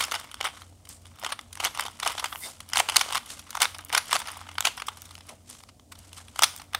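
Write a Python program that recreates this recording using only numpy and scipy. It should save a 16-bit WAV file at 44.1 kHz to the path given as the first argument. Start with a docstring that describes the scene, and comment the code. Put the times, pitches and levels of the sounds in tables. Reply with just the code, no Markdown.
"""Rapid plastic clacks open the scene over quiet air and low hum: a puzzle cube twisted by hand in a quiet room.
Each clack is a short chatter of impacts ringing the shell's modes; weaker ticks of loose pieces fall among them.
Faces grind past each other as clumped slips that ring the same shell, swelling with every move.
Fingers hiss over the glossy tiles and scuff in narrower bands, both made from random tiny impacts.
The room adds a diffuse noise echo, and the loudest peaks are softly rounded."""
import sys
import numpy as np
from scipy import signal
from scipy.fft import rfft, irfft, next_fast_len
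from scipy.io import wavfile
from scipy.ndimage import uniform_filter1d

SR = 44100
rng = np.random.default_rng(int(sys.argv[2]) if len(sys.argv) > 2 else 0)


def store_wav(level_fs):
    """Save 16-bit WAV to argv[1]."""
    pcm = np.round(np.clip(np.atleast_2d(level_fs), -1, 1) * 32767)
    wavfile.write(sys.argv[1], SR, pcm.T.astype(np.int16))


N = 299439

# resonances of the cube's shell, before the loss of bass: pitch_hz, width_hz, level_db (relative)
SHELL_MODES = [(208, 146, 12.5), (741, 383, 7), (1307, 548, 11), (2070, 370, 5), (3020, 290, 10),
               (3505, 340, 8.5), (4597, 830, 3.5), (5130, 550, 6.5), (5880, 1400, 2), (8890, 1830, 0.5),
               (9824, 1400, 2.5), (11400, 6500, -12)]


def amp(db):
    """Decibels to gain."""
    return 10 ** (np.asarray(db) / 20)


def evened(x):
    """Scales to rms 1."""
    return x / np.sqrt(np.mean(x ** 2) + 1e-20)


def read(points, hz):
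    """Reads a curve of (frequency, value) points on a log-frequency axis."""
    f, value = np.transpose(points)
    return np.interp(np.log(hz + 1), np.log(f + 1), value)


def coloured(x, gain_of_hz):
    """Multiplies the spectrum of x by a response."""
    size = next_fast_len(len(x))
    hz = np.fft.rfftfreq(size, 1 / SR)
    return irfft(rfft(x, size) * gain_of_hz(hz), size)[:len(x)]


def room_tone():
    """Steady air noise and a few narrow, wavering bands of hum, all filtered from white noise."""
    # colour of the air noise: pitch_hz, level_db (relative)
    air_colour = [(30, -46), (45, -9), (110, -9.5), (400, -23.5), (700, -19.5), (1400, -42), (5000, -35.5),
                  (9000, -33), (11500, -41.5), (16000, -43)]
    # hum bands: pitch_hz, width_hz (between half-amplitude points), level_db (rms)
    hum_bands = [(66, 8.6, -65.5), (88.6, 3, -57.5), (236.4, 35, -66.5), (294.2, 30, -70)]
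    air_db = -59
    out = amp(air_db) * evened(coloured(rng.standard_normal(N), lambda hz: amp(read(air_colour, hz))))
    for f, width_hz, db in hum_bands:
        band = coloured(rng.standard_normal(N), lambda hz: 1 / (1 + (2 * (hz - f) / width_hz) ** 2))
        out += amp(db) * evened(band)
    return out


def modes(hz):
    """Response of each shell mode, one row a mode; so small an object radiates little bass."""
    radiated = 1 / (1 + (600 / (hz + 1)) ** 4)
    rows = []
    for k, (f, width_hz, db) in enumerate(SHELL_MODES):
        # signs go in pairs for the first four modes, then alternate
        sign = (-1) ** (max(k, 1) + (k > 2))
        damping = 1j * hz * width_hz
        rows.append(sign * amp(db) * radiated * damping / (f ** 2 - hz ** 2 + damping))
    return np.array(rows)


def grit(per_s=8000, spread_db=2.4):
    """Tiny random impacts, most of them small, a few large."""
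    size = amp(spread_db * np.minimum(rng.exponential(1, N), 5))
    sign = rng.choice([-1., 1.], N)
    return size * sign * (rng.random(N) < per_s / SR)


def clumps(depth_db, size):
    """Uneven contact: a gain that flickers by chance over size samples, its highest leaps capped."""
    flicker = evened(uniform_filter1d(rng.standard_normal(N), size=size))
    return amp(depth_db * np.minimum(flicker, 2))


def motion(column):
    """Gain curve of one column of the moves: swells fall evenly in dB from each peak and add up."""
    # turns and regrips: peak_s, grinding_db, fingers_db, lead_in_s, run_out_s
    moves = np.array([(0, -31.5, -35.5, .05, 0.097), (.15, -42, -49, 0.15, 0.27),
                      (0.464, -30, -54, 0.06, 0.043), (.56, -55, -53, 0.15, 0.21),
                      (0.902, -61, -44, 0.022, 0.075), (1.12, -65, -62, 0.3, 0.021),
                      (1.253, -39.5, -55, 0.091, 0.087), (1.654, -29.5, -35.5, 0.06, 0.043),
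                      (1.806, -33.5, -60, 0.062, 0.063), (2.069, -29.5, -43, 0.037, 0.092),
                      (2.253, -50, -50, 1, 0.31), (2.462, -55.5, -47, 0.11, 0.21),
                      (2.791, -29, -32, 0.064, 0.014), (2.973, -33.5, -40, 0.15, 0.24),
                      (3.163, -29.5, -34.5, 0.052, 0.023), (3.314, -52.5, -39.5, 0.052, 0.11),
                      (3.562, -47, -50, 0.16, 0.072), (3.624, -18.5, -28.5, 0.016, 0.031),
                      (3.839, -53.5, -100, 0.56, 0.2), (3.947, -26.5, -41, 0.028, 0.066),
                      (4.151, -31, -33.5, 0.088, 0.057), (4.33, -43, -54.5, 0.3, 0.3),
                      (4.655, -23.5, -28.5, 0.015, 0.048), (5.05, -58, -57, 1, 0.5),
                      (5.298, -53, -55.5, 0.064, 0.062), (5.508, -64, -45.5, 0.051, 0.16),
                      (6.002, -62, -57, 0.084, 1), (6.182, -47.5, -45.5, 0.041, 0.046),
                      (6.437, -34.5, -38, 0.07, 0.037), (6.55, -50.5, -89, 0.068, 0.2),
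                      (6.742, -45, -83, 0.017, 0.02)])
    drop_db = 23  # fall at one lead-in before the peak or one run-out after it
    t = np.arange(0, N + 64, 64) / SR
    late = t - moves[:, :1]
    side_s = np.where(late < 0, moves[:, 3:4], moves[:, 4:5])
    far = abs(late) / np.maximum(side_s, 1e-3)
    gain = amp(moves[:, column, None] - drop_db * far).sum(0)
    return np.interp(np.arange(N) / SR, t, gain)


def grinding():
    """Faces scrape in clumped slips shared among contact points, each ringing the shell in its own colour."""
    slips = clumps(3.8, size=120) * grit(per_s=2000, spread_db=2.4)
    points = 4
    # one contact point at a time slips, drawn anew every 256 samples
    point = rng.integers(points, size=N // 256 + 1).repeat(256)[:N]
    shares = amp(3.0 * rng.standard_normal((points, len(SHELL_MODES))))
    scrape = np.zeros(N)
    for k, share in enumerate(shares):
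        scrape += coloured(slips * (point == k), lambda hz: share @ modes(hz) * (1 + hz / 3000) ** -.4)
    return motion(column=1) * evened(scrape)


def fingers():
    """Skin on glossy tiles: a grainy hiss that sticks and slips."""
    # colour of skin on tiles: pitch_hz, level_db (relative)
    skin_colour = [(1500, -8), (8500, -1), (12000, -12), (16000, -32)]
    fizz = clumps(4.2, size=250) * grit()
    return motion(column=2) * evened(coloured(fizz, lambda hz: amp(read(skin_colour, hz))))


def loose_ticks():
    """Clack rows for loose pieces ticking at chance moments, their level following the grinding."""
    ticks_per_s = 24
    over_grinding_db, top_db, spread_db = 9, -34, 1.5  # the spread comes after the cap at top_db
    bright_spread_db, typical_ms = 9.5, 2.7  # brightness is per octave
    count = round(ticks_per_s * N / SR)
    # one tick at a random moment in each equal slot
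    s = (np.arange(count) + rng.random(count)) / ticks_per_s * (1 - 1 / count)
    a, b, c = rng.standard_normal((count, 3)).T
    moving_db = 20 * np.log10(motion(column=1)[(s * SR).astype(int)])
    blow_db = np.minimum(moving_db + over_grinding_db, top_db) + spread_db * a
    return np.transpose([s, blow_db, bright_spread_db * b, typical_ms * np.exp(c / 2)])


def clacks():
    """Layers catch and seat: each chatter of impacts rings every shell mode by its own chance amount."""
    # clear clacks: time_s, blow_db, brightness_db_per_octave, chatter_ms (held to 0.5-7 ms below)
    clear_clacks = [(.0099, -21.5, 1, 11), (.0263, -27.5, 1, 10), (.0401, -22, 3.5, 2.9),
                    (.049, -29, 1, 2.3), (.1137, -27, 2, 2), (.121, -21.5, -1.5, 3.5),
                    (.1437, -25.5, -0.5, 10), (.1526, -25.5, 3, 2.3), (.1601, -29, -1.5, 5.8),
                    (.3154, -37.5, 3, 3.3), (.3434, -29.5, 2, 1.7), (.4055, -31, -1.5, 2),
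                    (.4115, -20.5, -1.5, 2.2), (.429, -32, -0.5, 2.3), (.4437, -25, -7, 1.3),
                    (.4475, -25.5, 2, 2.2), (.4527, -17.5, -2.5, 0.91), (.4592, -32, 0, 2.3),
                    (.4718, -30, 0, 3.4), (.4878, -34, -2.5, 2.4), (.5732, -42, -2.5, 3.8),
                    (.6203, -38.5, -1.5, 3), (.8545, -47, 3.5, 4.5), (.873, -47, 0, 2.5),
                    (.8916, -36.5, 16, 2.7), (1.056, -44, 2.5, 3), (1.068, -47, 1, 2.9),
                    (1.1978, -43, 15, 4), (1.2375, -29.5, -8, 2.6), (1.2481, -24.5, -0.5, 3.3),
                    (1.2643, -21.5, -1, 1.7), (1.2943, -35, -3, 5.3), (1.3051, -34, -1, 3.2),
                    (1.3249, -25, -0.5, 12), (1.392, -28.5, -1.5, 1.7), (1.412, -41, 6, 1.2),
                    (1.5302, -35.5, 5, 3.3), (1.5546, -32, 4, 1.1), (1.5739, -34, 1, 2.1),
                    (1.6037, -24.5, -1, 4.6), (1.644, -21, 4.5, 2.1), (1.6499, -14, 2.5, 0.93),
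                    (1.6546, -24, 1, 0.63), (1.6594, -24.5, -2, 4.6), (1.671, -26.5, -0.5, 5.7),
                    (1.751, -34.5, 3.5, 6), (1.775, -25.5, 0.5, 1.55), (1.7964, -17, 0, 1.7),
                    (1.8092, -26, 11, 2.9), (1.8255, -33, -2.5, 6.2), (1.854, -30.5, -3, 3.4),
                    (1.865, -32, -0.5, 9.4), (1.8827, -28.5, -4.5, 1.3), (2.0007, -26.5, 2.5, 2.1),
                    (2.0325, -25, -1, 12), (2.0505, -31, 4, 3.6), (2.0655, -20.5, -3, 5.7),
                    (2.0761, -19, 3.5, 2.8), (2.1055, -38, 7, 2.6), (2.152, -31, -2, 1.4),
                    (2.1824, -28.5, -1, 11), (2.1988, -28, 1.5, 9.1), (2.2293, -34.5, -5, 7.2),
                    (2.2436, -19, -0.5, 2.7), (2.26, -28.5, -1, 5.9), (2.3288, -31, -1.5, 8.7),
                    (2.351, -34, -6.5, 1.8), (2.358, -26.5, -2, 1.1), (2.6054, -33, 1, 2.6),
                    (2.6901, -35.5, 10, 1.3), (2.7004, -38.5, 2, 1.8), (2.7346, -18, 0.5, 2.2),
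                    (2.7503, -33.5, -2.5, 12), (2.7597, -21, 1.5, 5.1), (2.7721, -13.5, -0.5, 2.7),
                    (2.7804, -20.5, 7, 2.3), (2.7925, -21, 0, 2.5), (2.7985, -18.5, 3.5, 2.8),
                    (2.8022, -12.5, -1, 3.5), (2.8892, -19, -1.5, 3), (2.8985, -19, 1.5, 2.5),
                    (2.9215, -27, 1, 1.7), (2.9464, -30, 1.5, 2.3), (2.9612, -14.5, 1, 3.3),
                    (2.9672, -4, 3, 1.8), (2.9943, -24, 5, 1.6), (3.0135, -16.5, 1, 4.7),
                    (3.0892, -29, -1.5, 1.6), (3.108, -27.5, -7, 1.6), (3.125, -21.5, 0, 1.7),
                    (3.1326, -25, 3, 2), (3.149, -21, 0, 2.3), (3.1549, -15.5, 1, 1.3),
                    (3.1621, -21, -1.5, 1.1), (3.1725, -26.5, -1, 6.5), (3.1782, -24.5, 2.5, 2.4),
                    (3.2617, -40.5, 6, 3.8), (3.3045, -34.5, 5, 4.5), (3.3957, -38.5, 2.5, 10),
                    (3.5068, -32, 6.5, 2.9), (3.53, -36.5, -2, 1.8), (3.5533, -19.5, -12, 1.1),
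                    (3.5713, -23.5, 1, 1.1), (3.5755, -23.5, -3, 1.6), (3.6052, -24.5, -0.5, 4.3),
                    (3.6125, -23.5, -3, 2.5), (3.6199, -10.5, 3.5, 2.5), (3.6298, -16, 2.5, 3),
                    (3.6472, -25, 0.5, 6.2), (3.655, -15.5, -1.5, 1.46), (3.7492, -35.5, 1.5, 5.7),
                    (3.785, -31, 9, 0.89), (3.7917, -35.5, -2.5, 4.2), (3.8495, -32, 27.5, 1.5),
                    (3.8955, -33.5, 4.5, 1), (3.9023, -29.5, -3.5, 1.4), (3.928, -21.5, 1.5, 1.9),
                    (3.9355, -22.5, -16.5, 1.7), (3.95, -11.5, 0.5, 2.5), (3.974, -28, 0, 10),
                    (3.979, -13.5, 2, 4.1), (4.0701, -40.5, 1.5, 2), (4.083, -38, 7, 1.6),
                    (4.1073, -39, 5, 1.5), (4.1112, -23, 3, 1.2), (4.118, -23.5, -1, 3.3),
                    (4.13, -12, 1, 2.6), (4.1415, -34, -4, 3.6), (4.1538, -21, 0.5, 2.9),
                    (4.159, -19, -2, 3), (4.1654, -17, 1, 1.1), (4.2026, -30.5, 0, 5),
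                    (4.2203, -33.5, -1.5, 5.9), (4.2634, -38, 0, 4.8), (4.2737, -30, 0, 2),
                    (4.2861, -31.5, 0, 6.5), (4.374, -43, 9, 5.8), (4.4143, -32.5, -3.5, 1.2),
                    (4.491, -35.5, -0.9, 3.9), (4.5154, -37.5, -1.5, 1.4), (4.5548, -40, -1, 3.3),
                    (4.583, -18, -1.5, 2), (4.607, -14, 3, 0.93), (4.6254, -30, -1, 2.2),
                    (4.6535, -13.5, 0.5, 3.5), (4.6721, -16, -1, 3.5), (4.7712, -38, 9, 2),
                    (4.78, -33.5, -0.5, 15), (4.8018, -34, 1, 6.6), (4.8216, -26.5, -1, 2.9),
                    (4.871, -38, 7.5, 7.3), (4.8857, -23.5, -1.5, 4.3), (4.9732, -41, 3.5, 3.8),
                    (5.0198, -30.5, 13, 0.79), (5.057, -44.5, 4.5, 22), (5.11, -39.5, 1, 2.9),
                    (5.1534, -33.5, 1.5, 1.2), (5.18, -40, 1, 1.3), (5.187, -46.5, 3, 1.5),
                    (5.209, -43, 0, 3.1), (5.2938, -40, 4.5, 11), (5.5004, -37.5, 11, 3.1),
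                    (5.5515, -46, 0.5, 2.5), (5.6056, -48, 1, 4.2), (5.6368, -37.5, 1, 1),
                    (5.692, -47, 1, 7.1), (5.7974, -47, -1.5, 1.6), (5.9235, -39.5, 1.4, 11),
                    (5.9555, -47, 0, 4.8), (5.9904, -45, 10, 4.1), (6.131, -34.5, 4.5, 1.1),
                    (6.1755, -40, 6, 1.5), (6.2846, -44.5, -0.5, 4.7), (6.3607, -34.5, -1, 3.1),
                    (6.3925, -14, 1, 1.3), (6.4225, -12.5, 1, 1.6), (6.4258, -15.5, 1.5, 2.9),
                    (6.4348, -5.5, 2.5, 1.6), (6.4408, -11.5, 3.5, 4.4), (6.5639, -29.5, 16, 0.68),
                    (6.6003, -39, -1.5, 4.7), (6.6185, -37.5, 1, 2.5), (6.7344, -33, -1, 2.1),
                    (6.7488, -15.5, -1.5, 2.26)]
    lead = 0.23  # full contact comes this many chatter lengths before time_s
    rise_low, rise_high, split_hz = 2.76, 2.85, 9000  # rise per chatter length: lows build slightly slower
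    size = 1024
    s, blow_db, bright_db, length_ms = np.vstack([clear_clacks, loose_ticks()]).T[:, :, None]
    length_ms = np.clip(length_ms, .5, 7)
    draws = rng.standard_normal((len(s), size + len(SHELL_MODES) + 1))
    noise, mode_luck, grips = draws[:, :size], draws[:, size:-1], draws[:, -1]

    # time from full contact, in chatter lengths
    u = (np.arange(size) - size // 2) / SR * 1000 / length_ms + lead
    rattle = noise * abs(noise) ** 0.32 * np.exp(-1.3 * np.maximum(u, 0) ** 0.85)
    low = rfft(rattle * np.exp(rise_low * np.minimum(u, 0)), 2 * size)
    high = rfft(rattle * np.exp(rise_high * np.minimum(u, 0)), 2 * size)
    hz = np.fft.rfftfreq(2 * size, 1 / SR)
    chatter = high + (low - high) / (1 + (hz / split_hz) ** 2)

    octaves = np.log2(np.array(SHELL_MODES)[:, 0] / 3000)
    shares = amp(bright_db * octaves + 2.0 * mode_luck)
    # the grip shifts the modes a little from clack to clack
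    ring = np.array([share @ modes(hz * (1 + 0.033 * grip)) for share, grip in zip(shares, grips)])
    sound = irfft(chatter * ring)
    # equal blows of longer chatter carry more energy
    sound *= amp(blow_db) * np.sqrt(length_ms / 1000 * SR) / np.linalg.norm(sound, axis=1, keepdims=True)
    out = np.zeros(N + 2 * size)
    for start, row in zip(np.round(s[:, 0] * SR).astype(int), sound):
        out[start:start + 2 * size] += row
    return out[size // 2:][:N]


def room(x):
    """Diffuse echo: the power in each band lingers as noise and dies at its own speed."""
    # echo decay: pitch_hz, t60_s
    decay = [(400, 0.29), (2000, 0.28), (12000, 0.42)]
    hz, t, z = signal.stft(x, SR, nperseg=256, noverlap=192)
    power = uniform_filter1d(abs(z) ** 2, size=3, axis=0)  # many paths blur the colour of a single clack
    keep = amp(-120 * t[1] / read(decay, hz))  # power kept per frame
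    # the echo starts four frames late
    held = np.array([signal.lfilter([0, 0, 0, 0, 1 - r], [1, -r], row) for r, row in zip(keep, power)])
    a, b = rng.standard_normal(held.shape[::-1] + (2,)).T
    echo = np.sqrt(2 * held) * (a + 1j * b)
    return signal.istft(echo, SR, nperseg=256, noverlap=192)[1][:N]


def scuffs():
    """The hand slides: each band is a swell of rubbing noise in one resonance."""
    # rubbing bands: peak_s, half_length_ms (to 1/e), pitch_hz, level_db (at the peak), sharpness (no unit)
    rubbing_bands = [(2.38, 90, 11600, -46.5, 3.7), (2.45, 40, 9000, -43.5, 9), (2.442, 18, 2050, -43, 21),
                     (2.45, 25, 3600, -44, 59), (2.452, 30, 4900, -44, 9.3), (2.474, 30, 710, -44.5, 1.8),
                     (5.32, 32, 630, -50, 3), (0.934, 39, 8300, -52, 7.6)]
    t = np.arange(N) / SR
    rub = evened(clumps(1.5, size=120)) * grit()
    out = np.zeros(N)
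    for s, half_ms, f, db, sharp in rubbing_bands:
        swell = np.exp(-(1000 * (t - s) / half_ms) ** 2)
        band = coloured(rub, lambda hz: 1 / (1 + (sharp * np.log(hz / f + 1e-9)) ** 2))
        out += amp(db) * swell * evened(band)
    return out


def scene():
    """The cube close by, its echo in the room, and the room tone."""
    cube = clacks() + grinding() + fingers() + scuffs()
    return (cube + amp(-16.0) * room(cube) + room_tone())[None]


def record(dry):
    """Rounds off the loudest peaks softly, then cuts the extreme treble."""
    ceiling, edge_hz = 1.05, 15800
    rounded = ceiling * np.tanh(dry / ceiling)
    lowpass = signal.firwin(255, edge_hz, window=("kaiser", 8), fs=SR)
    return signal.oaconvolve(rounded, lowpass[None], "same")


dry = scene()
out = record(dry)
store_wav(out)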